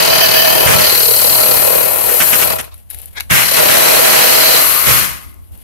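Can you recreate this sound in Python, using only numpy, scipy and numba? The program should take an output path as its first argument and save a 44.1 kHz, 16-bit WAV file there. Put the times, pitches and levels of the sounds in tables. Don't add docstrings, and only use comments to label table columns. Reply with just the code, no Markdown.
import sys
import numpy as np
from scipy import signal
from scipy.fft import rfft, irfft, next_fast_len
from scipy.io import wavfile
from scipy.ndimage import uniform_filter1d
from numba import njit

SR = 44100
rng = np.random.default_rng(int(sys.argv[2]) if len(sys.argv) > 2 else 0)


def dump_mix(stems):
    frames = np.atleast_2d(stems).T
    limited = np.clip(frames, -1, 1)
    pcm = np.round(limited * 32767).astype(np.int16)
    wavfile.write(sys.argv[1], SR, pcm)


N = 248539

# f/Hz, relative level/dB
HUM_TONES = [(59.2, -42), (91.5, -44)]
# f/Hz, density/dB per Hz
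AIR_COLOUR = [(25, -6), (60, 4.5), (120, -8), (180, -7.5), (250, -12.5), (400, -22), (700, -19),
              (1500, -28.5), (5000, -41), (8000, -32.5), (12000, -21), (15500, -46)]
# on t/s, off t/s, run-down/dB per s
TRIGGER_RUNS = [(-.1, 2.553, 158), (3.302, 4.992, 127.5)]
# t/s, rate/strokes per s
CRANK_SPEEDS = [
    [(0, 40.11), (.2, 37.8), (.4, 37.15), (.6, 38.85), (.75, 37.41), (1.55, 37.14), (1.9, 38.8),
     (2.1, 38.87), (2.4, 34.59)],
    [(3.45, 36.84), (3.65, 34.02), (3.85, 36.4), (4.1, 36), (4.5, 37.2), (4.62, 40)],
]
# t/s, stroke depth/0-1
FEED_DEPTH = [(0, 0.32), (.55, 0.38), (.74, 0.23), (.95, 0.35), (1.3, 0.43), (2.2, 0.16), (2.55, 0.49),
              (2.65, 0.46), (3.35, 0.2), (3.6, 0.34), (4.1, 0.15), (4.7, 0.16), (5.0, 0), (5.12, 0.04)]
# t/s, relative levels/dB of pipe wall, gearbox rattle, blade ring, tooth hiss
CUT_1_LEVELS = [(0, -19, -17.5, -19.5, -27.5), (.4, -20.5, -21.5, -20, -18.5), (.7, -17, -26, -27, -12),
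                (.84, -21.5, -18.5, -18, -15.5), (1.05, -27.5, -26.5, -20.5, -7.5),
                (1.45, -19, -24.5, -21, -7), (2.0, -24, -30, -35.5, -15), (2.25, -25.5, -23, -27.5, -7.5),
                (2.43, -23, -27.5, -27.5, -10.5), (2.5, -22.5, -48, -28.5, -16.5),
                (2.56, -27.5, -34.5, -39, -21), (2.68, -28.5, -34, -38, -31)]
CUT_2_LEVELS = [(3.33, -27, -13, -30, -10.5), (3.49, -34.5, -20, -23, -19.5), (3.59, -18, -17, -21, -12.5),
                (3.95, -18, -12.5, -20, -9.5), (4.57, -20, -15.5, -15.5, -8), (4.65, -25.5, -20, -24, -8),
                (4.85, -32.5, -23, -28.5, -17), (4.89, -21, -11, -22.5, -4),
                (4.98, -45.5, -15.5, -24.5, -13.5)]
# t/s, f/Hz
WALL_PITCH = [(0, 575), (.13, 687), (.86, 590), (.98, 437), (1.09, 480), (1.25, 620), (2.1, 540),
              (2.27, 673), (4.4, 642)]
# f/Hz, width/Hz, level/dB
PIPE_RESONANCES = [(475, 193, 1), (638.5, 12, 12), (785, 120, 0), (975, 150, 1.5), (1330, 31, 2),
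                   (1793, 64, -5), (2243, 33, -1.5), (2467, 71, 1.5)]
# f/Hz, width/Hz, level/dB
BLADE_RESONANCES = [(3074, 140, -5.5), (3620, 75, -15), (4075, 85, 2), (4332, 81, 2), (4664, 110, -2),
                    (5140, 37, -0.5), (5910, 120, -7)]
# f/Hz, density/dB per Hz
GEARBOX_COLOUR = [(30, -70), (120, -5.5), (250, -4.5), (350, -6.5), (600, -4.5), (900, -4.5), (1200, 2),
                  (1700, 3), (2200, 3.5), (2900, 1.5), (3550, -2.5), (4400, -11), (5600, -3.5), (7500, -5),
                  (10000, -1), (15000, -28)]
# f/Hz, density/dB per Hz
TEETH_COLOUR = [(3500, -49), (5500, -16), (7500, -4.5), (9500, 0), (10600, 3), (11500, 10), (12200, 9.5),
                (13200, 8.5), (14400, 0), (15500, -4.5)]
# f/Hz, density/dB per Hz
SHAKE_COLOUR = [(25, -42.5), (55, -25), (85, -2.5), (120, -3), (170, 1), (260, -8), (450, -19), (1000, -58)]
# f/Hz, width/Hz, relative level/dB, moment/turns
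SQUEAL_RINGS = [(10690, 200, -1, -0.2), (11940, 300, 2.5, 0.2)]
# t/s, relative level/dB
SQUEAL_LEVELS = [(0, -17), (.6, -18), (.9, -13.5), (1.5, -10.5), (1.8, -18), (2.4, -17.5), (2.55, -39),
                 (3.3, -21), (3.6, -12), (4.6, -14)]
# multiple of stroke rate/1, level at full stroke depth/dB
THROB_HARMONICS = [(1, -44), (2, -34), (3, -34.5), (4, -38)]
# t/s, f/Hz, level/dB
SINGING_NOTE = [(0, 656, -32), (.12, 673, -26), (.4, 645, -22), (.65, 650, -31.5), (.85, 613, -28.5),
                (.95, 651, -54)]
# f/Hz, width/Hz, level/dB
SINGING_RESONANCES = [(1781, 62, -5), (2586, 69, -6.5), (3030, 110, -4), (4740, 180, -7.5),
                      (5780, 150, -13.5), (12050, 680, -7), (14200, 780, -9)]
# t/s, f/Hz, level/dB
CHIRP_NOTE = [(0, 4780, -20.5), (.3, 4570, -16.5), (.5, 4610, -27), (.72, 4370, -32), (.83, 4280, -13.5),
              (1.1, 4090, -27.5), (1.2, 4265, -18), (1.4, 4275, -20.5), (1.7, 4193, -31), (2.0, 4070, -45)]
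# t/s, thump level/dB, judder level/dB, judder t60/s, loose-end ring level/dB
MIC_THUMPS = [(0.657, -19.5, -23.5, 0.43, -34), (0.7, -24, -32.5, 0.2, -48), (0.748, -27, -26, 0.28, -50),
              (0.79, -25, -32.5, 0.15, -49), (3.305, -22, -21, 0.46, -36), (4.868, -22.5, -21, 0.56, -25.5),
              (4.974, -27, -31, 0.17, -43)]
# f/Hz, density/dB per Hz
JUDDER_COLOUR = [(25, -34), (55, -11), (85, -6.5), (130, -3.5), (175, -5), (230, -14), (400, -33),
                 (1000, -65)]
# f/Hz, width/Hz, level/dB
LOOSE_END_RESONANCES = [(377, 150, -23), (1105, 68, 9), (1217, 73, 7.5), (1440, 67, 2), (2046, 110, 7),
                        (2530, 67, -17), (4510, 90, -12.5)]
# t/s, level/dB, length/s
BLADE_JOLTS = [(0.667, -3.5, 0.03), (0.699, -9, 0.059), (0.785, -13, 0.03), (2.202, 1.5, 0.023),
               (2.321, -9.5, 0.03), (2.331, -13, 0.03), (2.387, -21.5, 0.049), (2.422, -13.5, 0.021),
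               (2.46, -27.5, 0.055), (2.503, -31.5, 0.015), (2.518, -20.5, 0.013), (2.581, -23, 0.036),
               (3.294, -33.5, 0.011), (3.304, -12, 0.015), (3.317, -18, 0.12), (3.583, -13.5, 0.023),
               (3.694, -11, 0.026), (3.719, -7.5, 0.014), (4.866, -12.5, 0.029)]
# t/s, f/Hz, level/dB
CHATTER_NOTES = [
    [(.85, 500, -41.5), (.93, 477.9, -17.5), (1.0, 452.6, -22), (1.11, 474, -18), (1.18, 650, -32),
     (1.26, 516, -17), (1.33, 750, -34), (1.46, 490, -17.5), (1.56, 590, -27), (1.7, 500, -16),
     (1.88, 590, -26), (2.0, 480, -26), (2.15, 484, -19)],
    [(3.52, 560, -16.5), (3.56, 559.8, -29), (3.6, 590, -16), (3.72, 612.5, -21), (4.1, 539.7, -20),
     (4.3, 490, -21), (4.61, 579, -20.5)],
]
# t/s, treble level/dB, body level/dB, t60/s
BURR_TICKS = [(2.61, -17, -42, 0.026), (2.642, -30, -35, 0.072), (2.742, -29.5, -43, 0.02),
              (2.779, -36, -58, 0.015), (2.902, -22, -40, 0.042), (2.909, -29, -35.5, 0.038),
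              (2.946, -22, -37, 0.02), (2.987, -25, -44, 0.016), (3.017, -25.5, -54, 0.011),
              (3.058, -19.5, -58, 0.01), (3.2, -30, -20, 0.018), (3.206, -15, -14.5, 0.018),
              (3.234, -39, -44, 0.025), (5.314, -39, -62, 0.015), (5.342, -35.5, -58, 0.014),
              (5.522, -43, -66, 0.016), (5.576, -35, -58, 0.014)]
# f/Hz, density/dB per Hz
SNAP_COLOUR = [(700, -22), (3000, -18.5), (6000, -16.5), (8500, -4.5), (10500, 10), (12000, 12), (13500, 4),
               (15500, -17.5)]
# f/Hz, width/Hz, level/dB
SNAP_RESONANCES = [(950, 400, -13), (1710, 330, 1), (2213, 18, 3), (2380, 630, 7.5), (3800, 300, 6.5),
                   (5100, 900, -14), (7540, 2000, -21)]
# t/s, level/dB, t60/s
HAND_RUBS = [(2.72, -45, 0.43), (2.888, -35.5, 0.37), (2.96, -44.5, 1), (3.13, -48, 1.0), (5.19, -45, 0.6),
             (5.4, -58, 0.9), (5.515, -49.5, 0.68), (5.57, -57, 0.27)]
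# f/Hz, density/dB per Hz
RUB_COLOUR = [(300, -7.5), (700, -1), (1200, -11), (3000, -2), (6000, -11.5), (8500, -5), (10500, 5),
              (12000, 6), (13500, -0.5), (15500, -12)]
# t/s, level/dB, length/s
COAST_DRAGS = [(2.645, -47, .025), (2.71, -47, .035)]
# f/Hz, width/Hz, level/dB
DRAG_RESONANCES = [(1090, 200, 7), (2500, 500, -1), (3570, 400, 1.5)]
# f/Hz, width/Hz, level/dB
KERF_RESONANCES = [(500, 190, -25), (1000, 300, -6.5), (1430, 200, -22), (1710, 150, 6), (2140, 180, 8),
                   (3360, 250, 3.5), (3750, 260, 2), (4900, 410, -13), (11500, 2300, -29)]
# t/s, level/dB
SLAP_LEVELS = [(3.306, -14.5), (3.39, -16), (3.44, -24), (3.48, -32.5)]
# f/Hz, width/Hz, level/dB
SLAP_RESONANCES = [(1270, 180, -10.5), (1580, 90, 1.5), (1850, 90, 3), (2150, 150, 2), (2600, 400, -5),
                   (11800, 2200, -11.5)]
# f/Hz, width/Hz, level/dB
HOLLOW_RESONANCES = [(179, 14, -8), (246, 12, 4.5), (277, 12, 1), (328, 18, -6)]
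# f/Hz, side minus mid level/dB, left minus right level/dB
PORT_RESPONSE = [(60, 9.5, -1), (250, 6.5, 1.5), (623, 8, 0), (1210, 1.5, 0.5), (2430, 0, 3), (4260, 0, 0),
                 (8000, -0.5, 2), (10020, 1, 7), (10500, -35.5, 33.5), (13500, 8, 16.5), (16100, -21, 14.5)]

TIME = np.arange(N) / SR
SIZE = next_fast_len(N + 4096, True)
FREQ = np.fft.rfftfreq(SIZE, 1 / SR) + 1e-3
OPPOSED = np.array([[1], [-1]])

HUM_WAVER_DB = 3.5
ATTACK_S, SPIN_UP_S, COAST_S = .023, .0186, .26
WALL_WANDER, WALL_WANDER_PER_S = .087, 10
WALL_LOWEST_HZ = 300
BLADE_SWEEP, BLADE_WANDER, PIPE_WANDER = .022, .014, .014
STROKE_SCATTER_DB, BITE_SCATTER_DB = 1.1, 1.8
PULL_MOMENT_TURNS, PULL_LENGTH_TURNS, PULL_DB = .8, .3, 9
SHAKE_DB = -8
SQUEAL_DEPTH = .85
CHIRP_MOMENT_TURNS, CHIRP_LENGTH_TURNS, CHIRP_GLIDE, CHIRP_WANDER = .88, .36, .06, .018
THUMP_HZ, THUMP_RISE_S, THUMP_T60_S = 134, .007, .07
FREE_S, ATTACHED_DB, FREE_DB = 4.58, -45, -25.5
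LOOSE_END_FADE_DB_PER_S = 89.5
END_RING_RISE_S, END_RING_T60_S = .029, .35
JOLT_SHAKE_DB = -21
BITE_SHARPNESS, BITE_GLIDE, BITE_WANDER = 1.6, .07, .05
RUB_ATTACK_S, RUB_UNEVEN_DB, RUB_UNEVEN_PER_S = .037, 2, 90
CREAK_S, CREAK_HOLD_S, CREAK_DB = 3.173, .012, -24.5
CREAK_RISE_DB_PER_S, CREAK_FALL_DB_PER_S = 850, 700
SLIP_HZ, SLIP_SAG_OCTAVES_PER_S = 481, 16
CREAK_TOP_HZ = 6040
HOLLOW_RISE_S, HOLLOW_DB, HOLLOW_T60_S = .029, -52, 2.9
PORT_TOP_HZ = 15650


def undb(db):
    return 10 ** (np.asarray(db) / 20)


def curves(rows):
    t_s, *columns = np.transpose(rows)
    return [np.interp(TIME, t_s, column) for column in columns]


def during(rows):
    start_s, end_s = rows[0][0], rows[-1][0]
    return np.interp(TIME, [start_s - .008, start_s, end_s, end_s + .011], [0, 1, 1, 0])


def colour(points, column=1):
    table = np.transpose(points)
    return undb(np.interp(np.log(FREQ), np.log(table[0]), table[column]))


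def modes(rows):
    return sum(undb(db) / (1 + 1j * (FREQ ** 2 - hz ** 2) / (FREQ * width_hz))
               for hz, width_hz, db in rows)


def through(x, response):
    response = response / np.sqrt(np.mean(abs(response) ** 2))
    return irfft(rfft(x, SIZE) * response, SIZE)[..., :N]


def unit(x):
    return x / np.sqrt(np.mean(x ** 2))


def noise():
    return rng.standard_normal((2, N))


def walk(knots_per_s):
    knots = rng.standard_normal(4096)
    return 1.5 * np.interp(TIME * knots_per_s, np.arange(len(knots)), knots)


def grains(per_s, spread_db):
    hits = rng.random(N) < per_s / SR
    size = undb(spread_db * np.minimum(rng.exponential(size=N), 4))
    return unit(noise() * hits * size)


@njit
def resonator(x, hz, width_hz):
    y, band, low = np.empty(len(x)), 0., 0.
    for i in range(len(x)):
        g, k = np.tan(np.pi * hz[i] / SR), width_hz / hz[i]
        v = (band + g * (x[i] - low)) / (1 + g * (g + k))
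        band, low, y[i] = 2 * v - band, low + 2 * g * v, k * v
    return y


def bending(x, rows, bend):
    power = sum(undb(db) ** 2 * np.pi * width_hz / SR for _, width_hz, db in rows)
    rung = [sum(undb(db) * resonator(part, hz * bend, float(width_hz)) for hz, width_hz, db in rows)
            for part in x]
    return np.array(rung) / np.sqrt(power)


def swell(t_s, attack_s, t60_s):
    age_s = TIME - t_s
    return np.clip(age_s / attack_s, 0, 1) * undb(-60 * np.maximum(age_s - attack_s, 0) / t60_s)


def pushes(rows):
    total = np.zeros(N)
    for t_s, db, length_s in rows:
        arch = np.sin(np.pi * np.clip((TIME - t_s) / length_s, 0, 1))
        total += undb(db) * np.sqrt(np.maximum(arch, 0))
    return total


def running(on_s, off_s, fade_db_per_s):
    return np.clip((TIME - on_s) / ATTACK_S, 0, 1) * undb(-fade_db_per_s * np.maximum(TIME - off_s, 0))


def crank():
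    turns = np.zeros(N)
    for (on_s, off_s, _), speed in zip(TRIGGER_RUNS, CRANK_SPEEDS):
        spin_up = 1 - np.exp(-np.maximum(TIME - on_s, 0) / SPIN_UP_S)
        coast = np.exp(-np.maximum(TIME - off_s, 0) / COAST_S)
        run_turns = .73 + np.cumsum(curves(speed)[0] * spin_up * coast) / SR
        turns = np.where(TIME >= on_s, run_turns, turns)
    return turns


def strokes(turns, depth, bite=.35, return_share=.2):
    angle = 2 * np.pi * turns
    shape = np.cos(angle) - bite * np.sin(2 * angle) + return_share * np.cos(2 * angle)
    return np.exp(depth * shape - depth ** 2 / 2)


def gate(turns, moment_turns, length_turns):
    away_turns = abs((turns - moment_turns + .5) % 1 - .5)
    return 1 / (1 + (2 * away_turns / length_turns) ** 6)


def background():
    hum = np.zeros((2, N))
    for hz, db in HUM_TONES:
        cycles = hz * TIME + .046 * walk(5.2) + rng.random((2, 1))
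        hum += undb(db) * np.sqrt(2) * np.sin(2 * np.pi * cycles)
    rumble = through(noise(), colour(AIR_COLOUR))
    return undb(-7 + HUM_WAVER_DB * walk(23)) * hum + undb(-50.5 + 1.9 * walk(22)) * rumble


def pipe_wall(rasp, force):
    wall_hz = curves(WALL_PITCH)[0] * (1 + WALL_WANDER * walk(WALL_WANDER_PER_S))
    flexing = unit(np.array([resonator(part, wall_hz, 86.0) for part in force * noise()]))
    wall = .76 * bending(rasp, PIPE_RESONANCES, 1 + PIPE_WANDER * walk(45)) + .4 * flexing
    return through(wall, 1 / np.hypot(1, (WALL_LOWEST_HZ / FREQ) ** 2))


def blade_ring(turns, force):
    bend = 1 - BLADE_SWEEP * np.sin(2 * np.pi * (turns + .055)) + BLADE_WANDER * walk(60)
    return bending(force ** 1.2 * grains(per_s=6000, spread_db=0.0), BLADE_RESONANCES, bend)


def gearbox_rattle(force):
    rattle = force ** .64 * undb(STROKE_SCATTER_DB * walk(45)) * grains(per_s=11000, spread_db=.45)
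    return through(rattle, colour(GEARBOX_COLOUR))


def motor_whine(turns):
    shaft_turns = 55.3 * turns + .4 * walk(25)
    harmonics_db = [-14, -16, -15, -37, -16]
    whine = sum(undb(db) * np.sin(2 * np.pi * k * shaft_turns) for k, db in enumerate(harmonics_db, 1))
    return whine * undb(1.2 * walk(25))


def tooth_hiss(turns, depth):
    opening = gate(turns, PULL_MOMENT_TURNS, PULL_LENGTH_TURNS)
    pull = undb(PULL_DB * depth * (opening - PULL_LENGTH_TURNS))
    return undb(-2.5) * through(pull * grains(per_s=24000, spread_db=.5), colour(TEETH_COLOUR))


def pipe_shake(force, depth):
    return undb(SHAKE_DB) * depth * through(force * noise(), colour(SHAKE_COLOUR))


def squeal(turns):
    rings = np.zeros((2, N))
    for hz, width_hz, db, moment_turns in SQUEAL_RINGS:
        rub = strokes(turns - moment_turns, SQUEAL_DEPTH) * noise()
        rings += undb(db) * through(rub, modes([(hz, width_hz, 0)]))
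    return rings / SQUEAL_DEPTH * undb(curves(SQUEAL_LEVELS)[0] - 10)


def throb(turns):
    drone = sum(undb(db + 1.5 * walk(10)) * np.sin(2 * np.pi * (k * turns + rng.random()))
                for k, db in THROB_HARMONICS)
    return drone * OPPOSED


def singing(force):
    hz, db = curves(SINGING_NOTE)
    cycles = np.cumsum(hz * (1 + .014 * walk(90.8))) / SR
    note = np.sin(2 * np.pi * cycles) * OPPOSED
    upper = undb(11.5) * bending(force * noise(), SINGING_RESONANCES, 1 + PIPE_WANDER * walk(49))
    return (note * force ** .86 + upper) * undb(db + 2 * walk(29.8)) * during(SINGING_NOTE)


def chirps(turns):
    hz, db = curves(CHIRP_NOTE)
    pitch_hz = hz * (1 - CHIRP_GLIDE * np.sin(2 * np.pi * (turns - CHIRP_MOMENT_TURNS)))
    note = np.array([np.sin(2 * np.pi * np.cumsum(pitch_hz * (1 + CHIRP_WANDER * walk(500))) / SR)
                     for _ in range(2)])
    level = undb(db + STROKE_SCATTER_DB * walk(37)) * during(CHIRP_NOTE)
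    return note * gate(turns, CHIRP_MOMENT_TURNS, CHIRP_LENGTH_TURNS) * level


def saw():
    wall_db, rattle_db, blade_db, hiss_db = curves(list(CUT_1_LEVELS) + list(CUT_2_LEVELS))
    turns = crank()
    depth, = curves(FEED_DEPTH)
    blade_force, force, shake_force = (strokes(turns - lag_turns, depth) for lag_turns in (-.14, -.02, .08))
    rasp = force * grains(per_s=7000, spread_db=1.5)
    sound = (pipe_wall(rasp, force) + pipe_shake(shake_force, depth)) * undb(wall_db)
    sound = sound + blade_ring(turns, blade_force) * undb(blade_db)
    sound = sound + (gearbox_rattle(force) + motor_whine(turns)) * undb(rattle_db)
    sound = sound + tooth_hiss(turns, depth) * undb(hiss_db) + squeal(turns)
    driven = sound * sum(running(*run) for run in TRIGGER_RUNS)
    driven = driven + depth * throb(turns) * running(*TRIGGER_RUNS[0])
    return driven + singing(force) + chirps(turns) + loose_end(rasp) + chatter(turns) + slaps(turns)


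def mic_thumps():
    thump, judder = np.zeros(N), np.zeros(N)
    for t_s, thump_db, judder_db, judder_t60_s, _ in MIC_THUMPS:
        tone = np.sin(2 * np.pi * THUMP_HZ * (TIME - t_s))
        thump += undb(thump_db) * swell(t_s, THUMP_RISE_S, THUMP_T60_S) * tone
        judder += undb(judder_db) * swell(t_s, THUMP_RISE_S, judder_t60_s)
    return thump * OPPOSED + judder * through(noise(), colour(JUDDER_COLOUR))


def loose_end(rasp):
    on_s, off_s, _ = TRIGGER_RUNS[1]
    steady = undb(np.where(TIME < FREE_S, ATTACHED_DB, FREE_DB))
    steady = steady * running(on_s, off_s, LOOSE_END_FADE_DB_PER_S)
    swells = sum(undb(db) * swell(t_s, END_RING_RISE_S, END_RING_T60_S) for t_s, *_, db in MIC_THUMPS)
    return through(rasp, modes(LOOSE_END_RESONANCES)) * np.hypot(steady, swells)


def jolts():
    push = pushes(BLADE_JOLTS)
    rattle = through(push * grains(per_s=2800, spread_db=2.5), colour(GEARBOX_COLOUR))
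    return rattle + undb(JOLT_SHAKE_DB) * through(push * noise(), colour(SHAKE_COLOUR))


def chatter(turns):
    hz, db = curves(list(CHATTER_NOTES[0]) + list(CHATTER_NOTES[1]))
    angle = 2 * np.pi * (turns + .026)
    pitch_hz = hz * (1 - BITE_GLIDE * np.sin(angle) + BITE_WANDER * walk(40))
    bite = np.exp(BITE_SHARPNESS * (np.cos(angle) - 1)) * undb(db + BITE_SCATTER_DB * walk(37))
    active = during(CHATTER_NOTES[0]) + during(CHATTER_NOTES[1])
    return np.sin(2 * np.pi * np.cumsum(pitch_hz) / SR) * bite * active * OPPOSED


def burr_ticks():
    snap, body = np.zeros(N), np.zeros(N)
    for t_s, snap_db, body_db, t60_s in BURR_TICKS:
        fade = np.exp(-np.log(1000) * np.clip(TIME - t_s, 0, 1) / t60_s) * (TIME >= t_s)
        snap += undb(snap_db) * fade
        body += undb(body_db) * fade
    return through(snap * noise(), colour(SNAP_COLOUR)) + through(body * noise(), modes(SNAP_RESONANCES))


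def drags():
    return through(pushes(COAST_DRAGS) * noise(), modes(DRAG_RESONANCES))


def rubbing():
    rub = sum(undb(db) * swell(t_s, RUB_ATTACK_S, t60_s) for t_s, db, t60_s in HAND_RUBS)
    rub = rub * undb(RUB_UNEVEN_DB * walk(RUB_UNEVEN_PER_S))
    return through(rub * grains(per_s=18000, spread_db=-1.5), colour(RUB_COLOUR))


def creak():
    age_s = TIME - CREAK_S
    rise_db = -CREAK_RISE_DB_PER_S * np.maximum(-age_s, 0)
    fall_db = -CREAK_FALL_DB_PER_S * np.maximum(age_s - CREAK_HOLD_S, 0)
    effort = undb(rise_db + fall_db)
    slip_hz = SLIP_HZ * 2 ** np.clip(-SLIP_SAG_OCTAVES_PER_S * age_s, -1, 1)
    cycles = np.cumsum(slip_hz * (1 + .035 * walk(400))) / SR
    slips = unit(np.diff(np.floor(cycles), prepend=0))
    scrape = unit(np.exp(-(cycles % 1) / .4) * noise())
    response = modes(KERF_RESONANCES) / np.hypot(1, FREQ / CREAK_TOP_HZ)
    squeak = through((.75 * slips + .65 * scrape) * effort, response)
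    dull = signal.sosfiltfilt(signal.butter(2, 2600, fs=SR, output="sos"), squeak)
    return undb(CREAK_DB) * (dull + effort * (squeak - dull))


def slaps(turns):
    blows = strokes(2 * turns, .35) * grains(per_s=3000, spread_db=1.0)
    level = undb(curves(SLAP_LEVELS)[0]) * during(SLAP_LEVELS)
    return through(blows * level, modes(SLAP_RESONANCES))


def hollow():
    level = undb(HOLLOW_DB) * swell(TRIGGER_RUNS[1][1], HOLLOW_RISE_S, HOLLOW_T60_S)
    return through(level * noise(), modes(HOLLOW_RESONANCES))


def room(x, t60_s, wet_db):
    tail = unit(noise() * np.exp(-np.log(1000) * TIME / t60_s) * (TIME > .006)) / np.sqrt(N)
    return x + undb(wet_db) * signal.fftconvolve(x, tail, axes=1)[:, :N]


def scene():
    near = saw() + mic_thumps() + jolts() + burr_ticks() + drags() + rubbing() + creak() + hollow()
    return room(near, t60_s=.17, wet_db=-15) + background()


def limiter(x, top_db, window_s):
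    power = uniform_filter1d(x ** 2, max(int(window_s * SR), 1), axis=1)
    return x / (1 + (power / undb(top_db) ** 2) ** 4) ** (1 / 8)


def record(dry):
    width, lean = colour(PORT_RESPONSE, column=1), np.sqrt(colour(PORT_RESPONSE, column=2))
    mid, side = rfft(dry, SIZE)
    ports = np.array([(mid + width * side) * lean, (mid - width * side) / lean])
    ports = ports / np.hypot((lean + 1 / lean) / 2, width * (lean - 1 / lean) / 2)
    held = limiter(irfft(ports, SIZE)[:, :N], top_db=-5.5, window_s=.007)
    top_cut = signal.ellip(10, .2, 70, PORT_TOP_HZ, fs=SR, output="sos")
    return signal.sosfilt(top_cut, np.clip(held, -1, 1))


dry = scene()
out = record(dry)
dump_mix(out)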